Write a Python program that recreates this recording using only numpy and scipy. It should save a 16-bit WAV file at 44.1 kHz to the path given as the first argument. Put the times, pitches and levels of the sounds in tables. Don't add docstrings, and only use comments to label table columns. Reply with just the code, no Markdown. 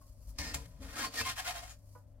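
import sys
import numpy as np
from scipy import signal
from scipy.fft import rfft, irfft
from scipy.io import wavfile
from scipy.ndimage import uniform_filter1d

SR = 44100
rng = np.random.default_rng(int(sys.argv[2]) if len(sys.argv) > 2 else 0)


def store_wav(level_fs):
    pcm = np.round(np.clip(np.atleast_2d(level_fs), -1, 1) * 32767)
    wavfile.write(sys.argv[1], SR, pcm.T.astype(np.int16))


def volts(x):
    e = np.asarray(x, float) / 20
    return 10 ** e


N = 97020
T = np.arange(N) / SR


def ring(x, hz, width_hz):
    return signal.lfilter(*signal.iirpeak(hz, hz / width_hz, fs=SR), x)


def mode(x, hz, width_hz, skirt):
    sharp = ring(x, hz, width_hz)
    return np.sqrt(SR / np.pi / width_hz) * ring(sharp, hz, skirt * width_hz)


def unit(x):
    return x / np.sqrt(np.mean(x ** 2))


def colour(x, points):
    hz, db = np.array(points, float).T
    log_hz = np.log(np.arange(N // 2 + 1) * SR / N + 1)
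    gain = volts(np.interp(log_hz, np.log(hz), db, left=-70))
    return unit(irfft(rfft(x) * gain, N))


def walk(rate):
    hold = max(int(SR / rate), 50)
    levels = rng.standard_normal(N // 50 + 1)
    steps = np.repeat(levels, hold)[:N]
    return unit(uniform_filter1d(uniform_filter1d(steps, hold), hold))


def swell(rows, shape):
    s, rise, fall, db = np.array(rows).T[:4, :, None]
    away = np.where(T < s, (s - T) / rise, (T - s) / fall)
    return volts(db - 20 * np.minimum(away, 20) ** shape)


def struck(s, hz, db, t60, push_s):
    since = np.maximum(T - s, 0)
    fade = volts(db - 60 * since / t60)
    return fade * (1 - np.exp(-since / push_s)) * np.sin(2 * np.pi * hz * since)


def trio():
    return rng.standard_normal(size=(3, N))


def ports(rows):
    lag, share = 3.59, 0.43
    late = irfft(rfft(rows[0]) * np.exp(-2j * np.pi * np.arange(N // 2 + 1) / N * lag), N)
    return np.sqrt(share) * np.array([late, rows[0]]) + np.sqrt(1 - share) * rows[1:]


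# (pitch [Hz], level per Hz [dB])
AIR_SPECTRUM = [(71, -37.5), (140, 0), (195, -10.5), (260, -0.5), (410, -29), (592, -6.5), (800, -41.5),
                (1400, -54), (7660, -48), (16000, -42.5)]


def still_air():
    hush = volts(-69) * colour(rng.standard_normal(N), AIR_SPECTRUM)
    vent = unit(ring(rng.standard_normal(N), 581, 88))
    return hush + volts(-74.5 + 1.5 * walk(10)) * vent


def air():
    mid, left, right = still_air(), still_air(), still_air()
    return 0.82 * mid + 0.62 * np.array([left, right])


# (time [s], level [dB])
RUMBLE_LEVEL = [(0, -4), (.3, 4), (.9, 3.5), (1.1, -2.5), (1.6, 1), (2.0, -1.5), (2.2, -6.5)]


def rumble_and_hum():
    noise = trio()
    noise = noise[0] + 0.22 * noise[1:]
    rumble = unit(ring(ring(noise, 48.7, 15.6), 48.7, 31.2))
    throb = unit(ring(ring(noise, 33.2, 20), 33.2, 27))
    hum = np.sqrt(2) * volts(2.2 * walk(12)) * np.sin(2 * np.pi * 100.1 * T + .35 * walk(7.9))
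    rumble_db = -57 + np.interp(T, *np.array(RUMBLE_LEVEL).T)
    return volts(rumble_db) * rumble + volts(-61) * hum + volts(-62) * throb


# (time [s], level [dB], loudest pitch [Hz], lift of that pitch [dB])
FAR_KNOCKS = [
    (.014, -60, 1080, 19),
    (1.951, -43, 991, 7),
]
# (pitch [Hz], level [dB], time to die by 60 dB [s])
WOOD_MODES = [(300, -2, .08), (490, 0.5, 0.077), (595, -4, 0.087), (845, -6, 0.16), (991, -7, 0.18),
              (1080, -9.5, 0.13), (1227, -4, 0.11), (1470, -4, 0.15), (2433, -23, .05)]


def knocks():
    push_s, body_hz, body_db, body_t60 = .005, 900, -16.5, 0.27
    out = 0
    for s, db, top_hz, lift_db in FAR_KNOCKS:
        since = np.maximum(T - s, 0)
        push = (since > 0) * np.exp(-since / push_s) * ports(trio())
        out = out + struck(s, top_hz, db + lift_db - 17.5, .17, 0.0011)
        body = (since > 0) * volts(db + body_db - 60 * since / body_t60) * ports(trio())
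        out = out + 4 * ring(ring(body, body_hz, 630), body_hz, 720)
        for hz, rel_db, t60 in WOOD_MODES:
            lift = lift_db * np.exp(-(np.log2(hz / top_hz) / .06) ** 2)
            tone = ring(ring(push, hz, 2.4 / t60), hz, hz / 3)
            out = out + volts(db + 17 + rel_db + lift) * tone * np.sqrt(t60 / 0.087)
    return out


# (time [s], level [dB])
SLEEVE_LEVEL = [(0, -72), (.04, -71.5), (.15, -76), (.26, -71.5), (.293, -65), (.32, -74), (.37, -79),
                (.7, -73), (.79, -78), (1.78, -77.5), (1.9, -75), (1.97, -74), (2.03, -85), (2.2, -91)]
# (pitch [Hz], level per Hz [dB])
CLOTH_SPECTRUM = [(410, -41.5), (700, -11), (1060, 0), (1500, -13.5), (3800, -14.5), (4400, -3.5),
                  (13000, -6), (16000, -12.5)]


def sleeve():
    rub = ports(trio()) * volts(1.5 * walk(60) + 1.4 * walk(400))
    return colour(rub, CLOTH_SPECTRUM) * volts(np.interp(T, *np.array(SLEEVE_LEVEL).T) + 3.5)


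# (time [s], pitch [Hz], level [dB], time to die by 60 dB [s])
WORKTOP_THUDS = [(.25, 165, -66, 0.56), (.27, 52.7, -44, 0.47), (.386, 285.7, -49.5, .12),
                 (.388, 75, -41, 0.32), (.39, 174.6, -53, 0.24), (.43, 59.7, -42, 0.21),
                 (0.439, 165.6, -54, .2), (.55, 184, -57, 0.21), (.66, 169, -59, .25),
                 (.53, 67.6, -40.5, .3), (.545, 135.6, -48.5, .25), (0.649, 115, -49, 0.22),
                 (.73, 51.8, -48, 0.53), (.78, 206, -57.5, 0.25), (.80, 269.5, -53, 0.38),
                 (0.799, 78, -46.5, .3), (.74, 139, -58, 0.36), (.84, 166, -56, 0.22),
                 (1.20, 250, -54.5, 0.13), (.90, 60, -54, .2), (1.279, 120.6, -52.5, .2),
                 (1.20, 95, -46, 0.42), (1.21, 72, -47, 0.21)]


def worktop():
    return sum(struck(s, hz, db + 7.0, t60, 0.0092) for s, hz, db, t60 in WORKTOP_THUDS)


def skid():
    start_s, length_s, from_hz, to_hz = 1.198, .022, 2700, 847
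    u = np.clip((T - start_s) / length_s, 0, 1)
    hz = from_hz * (to_hz / from_hz) ** u * (1 + 0.0499 * walk(300))
    tone = np.sin(2 * np.pi * np.cumsum(hz) / SR)
    return volts(-38 + 2.5 * walk(250)) * np.sin(np.pi * u) * tone


# (time [s], half length [s], pitch [Hz], level [dB])
SINGING_TONES = [(.39, .015, 5150, -54), (.395, .02, 4450, -62), (.41, 0.028, 1782, -51),
                 (0.418, .03, 561, -55), (.43, .04, 2170, -56), (.43, 0.027, 990, -57),
                 (0.467, 0.026, 1830, -55.5), (0.472, 0.06, 5100, -57.5), (.48, .03, 4500, -61),
                 (.505, 0.031, 1808, -53.5), (.548, .009, 7400, -46), (0.545, .012, 2647, -51),
                 (0.589, .03, 996, -59), (.955, .025, 1627, -58.5), (0.958, .025, 4700, -61),
                 (.988, .016, 1311, -48), (1.01, .02, 3160, -52.5), (1.016, .02, 4470, -50.5),
                 (1.02, 0.034, 1640, -51.5), (1.024, .025, 1830, -50.5), (1.047, 0.021, 1060, -43),
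                 (1.07, 0.021, 4500, -50), (1.155, .02, 3000, -57), (1.185, .016, 1840, -41),
                 (1.193, .018, 1726, -44), (1.203, .012, 2380, -48), (1.205, 0.016, 4210, -48.5),
                 (1.205, .015, 4800, -49), (1.229, .025, 2650, -49), (1.26, 0.016, 3200, -51),
                 (1.272, 0.021, 1048, -41.5), (1.277, .02, 2127, -47), (1.29, .02, 4500, -53),
                 (1.30, .03, 4204, -52), (1.39, .018, 3154, -50), (1.395, .015, 1077, -46),
                 (1.395, .012, 1694, -53), (1.39, .02, 720, -52.5), (1.47, 0.021, 1436, -51),
                 (1.479, .025, 2044, -51), (1.475, .022, 772, -49), (1.494, .018, 720, -50),
                 (1.495, 0.019, 3845, -52), (1.505, .015, 3110, -53), (1.574, .02, 682.3, -50),
                 (1.575, .02, 3180, -56), (1.58, .025, 3840, -59), (1.634, 0.026, 712, -53.5),
                 (1.713, .02, 6800, -62.5), (0.742, 0.069, 1000, -75)]


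def singing():
    wobble_hz, flicker_db = 21.2, 3.2
    out, wobble, flicker = np.zeros((2, N)), walk(260), walk(110)
    chances = rng.standard_normal(size=(len(SINGING_TONES), 2))
    for (s, half, hz, db), (a, b) in zip(SINGING_TONES, chances):
        near = np.flatnonzero((np.abs(T - s) < 3 * half) & (T > BLADE_LANDINGS[0][0]))
        own = (near + int(abs(a) * N)) % N
        phase = 2 * np.pi * np.cumsum(hz + wobble_hz * wobble[own]) / SR
        lag = 1.09 + 0.27 * b
        env = volts(db + 3.0 + flicker_db * flicker[own]) * np.exp(-((T[near] - s) / half) ** 2)
        out[:, near] += env * np.sin(np.array([phase - lag, phase]))
    return out


# (pitch [Hz], width [Hz], level [dB])
BOWL_MODES = [(166, 16, -14.5), (217, 40, -12), (250, 24, -5.5), (279.8, 24.8, -3), (464.6, 28, -8.5),
              (563, 34, -7), (640, 39, -8)]


def bowl_ring(grains, loudness):
    lifted_db = -20 / (1 + np.exp((1.28 - T) / 0.034))
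    drive = volts(-27 + lifted_db) * loudness ** 0.59 * unit(grains)
    out = 0
    for hz, width, db in BOWL_MODES:
        out = out + volts(db) * mode(drive * volts(2.5 * walk(8.95)), hz, width, 2.4)
    return out


# (pitch [Hz], width [Hz], level [dB])
WOK_MODES = [(689, 35, -2.5), (745, 36, -3.5), (859, 38, -5.5), (1060, 36, -4), (1240, 49, -6),
             (1404, 43, -6.5), (1640, 44, -7.5), (1830, 32, -2), (2140, 32, -6), (2440, 100, -6.5),
             (3150, 130, -13), (4210, 45, -9.5), (4480, 40, -5.5), (4700, 54, -8),
             (5110, 90, -8.5), (5580, 72, -10), (6100, 120, -13), (6800, 100, -11), (7340, 140, -8),
             (8280, 120, -7.5)]


def wok_ring(grains, power, pitch):
    favour_db, favour_oct = 5, 0.089
    out = 0
    for hz, width, db in WOK_MODES:
        near = volts(favour_db * np.exp(-(np.log2(hz / pitch) / favour_oct) ** 2))
        drive = np.sqrt(near ** 2 @ power) * grains * volts(1.4 * walk(18))
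        out = out + volts(db - 13.5) * mode(drive, hz, width, 6)
    return out


# (pitch [Hz], level per Hz [dB])
EDGE_HISS = [(400, -36), (600, -16.5), (750, -4.5), (1500, -2), (3000, -4), (5500, -4), (11000, -11),
             (16000, -19)]
# (pitch [Hz], level per Hz [dB])
FLAT_HISS = [(500, -19), (950, -2), (1350, -10.5), (1950, -2.5), (3300, -8.5), (5000, -2), (6300, -6.5),
             (15000, -20)]


def blade_hiss(grains, env, pitch, flat):
    power = env ** 2
    out = colour(grains, EDGE_HISS) * np.sqrt(~flat @ power)
    out = out + colour(grains, FLAT_HISS) * np.sqrt(flat @ power)
    for e, hz in zip(env, pitch):
        out = out + volts(-11.5) * e * unit(ring(grains, hz, hz * 0.44))
    return out


# (time of top speed [s], time to rise 20 dB [s], time to fall 20 dB [s],
# level [dB], pitch the blade favours [Hz])
SCRAPE_STROKES = [(0.406, .025, .17, -51.5, 1820), (.47, 0.1023, .1, -53.5, 5200),
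                  (.50, .08, 0.04, -56, 1830), (.60, 0.06, 0.1, -64, 1060), (0.663, 0.02, 0, -63.5, 6000),
                  (.76, 0.16, 0.5, -76, 1010), (.825, .022, 0.11, -60.5, 900),
                  (0.911, .08, 0.17, -57, 1300), (1.0, 0.07, .07, -45, 1360),
                  (1.03, 0.084, 0.0466, -52.5, 4480), (1.049, 0.0872, .045, -45, 1060),
                  (1.186, 0.0762, 0.0465, -43, 4500), (1.205, 0.03, 0.0333, -40.5, 4540),
                  (1.267, 0.0384, 0.05, -45, 3200), (1.279, 0.0663, 0.04, -47.5, 2140),
                  (1.299, 0.0345, 0.05, -44.5, 3150), (1.391, 0.0384, 0.04, -43.5, 1720),
                  (1.42, 0.0535, .08, -56.5, 726), (1.49, .06, 0.0362, -42, 2030),
                  (1.49, 0.0866, 0.066, -49, 715), (1.569, 0.0346, 0.04, -49, 1640),
                  (1.579, 0.07, 0.0669, -53.5, 730), (1.646, 0.1, .05, -56, 700),
                  (1.709, 0.1228, 0.0475, -58.5, 6800)]
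# (time [s], rise [s], fall [s], level [dB], favoured pitch [Hz])
BLADE_LANDINGS = [
    (.387, 0.0031, 0.046, -41.5, 5240),
    (.545, 0.0057, 0.031, -39, 7400),
]


def spatula():
    grains_per_s, slide_ends_s = 9000, .53
    env = np.vstack([swell(SCRAPE_STROKES, 1.66), swell(BLADE_LANDINGS, 0.99)])
    moves = np.vstack([SCRAPE_STROKES, BLADE_LANDINGS])
    pitch = moves[:, 4]
    flat = moves[:, 0] < slide_ends_s
    catches = np.abs(trio()) < 1.25 * grains_per_s / SR
    raw = catches * trio() * volts(1.5 * walk(180))
    grains = unit(ports(raw))
    power = env ** 2
    loudness = np.sqrt(np.sum(power, axis=0))
    hiss = blade_hiss(grains, env, pitch, flat)
    return hiss + wok_ring(grains, power, pitch) + bowl_ring(raw[0], loudness)


def tail(t60, gap_s):
    u = T[:SR // 3]
    echoes = rng.standard_normal((2, len(u))) * volts(-60 * u / t60) * (u > gap_s)
    return echoes / np.sqrt(np.sum(echoes ** 2, axis=1, keepdims=True))


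def lean(left_db):
    return volts(np.array([[left_db], [-left_db]]) / 2)


def scene():
    near = volts(4) * spatula() + singing() + skid() + sleeve() + knocks()
    wet = signal.fftconvolve(near, volts(-11) * tail(0.17, .004), axes=1)[:, :N]
    low = worktop() + rumble_and_hum()
    return lean(1.2847) * (near + wet + air()) + lean(4) * low


def band_limit(x):
    return signal.sosfilt(signal.butter(12, 16440, fs=SR, output="sos"), x)


def record(dry):
    low_pass = signal.ellip(8, .2, 40, 15900, fs=SR, output="sos")
    mix = signal.sosfilt(low_pass, dry) * np.minimum((T[-1] - T) / .004, 1)
    return band_limit(mix)


dry = scene()
out = record(dry)
store_wav(out)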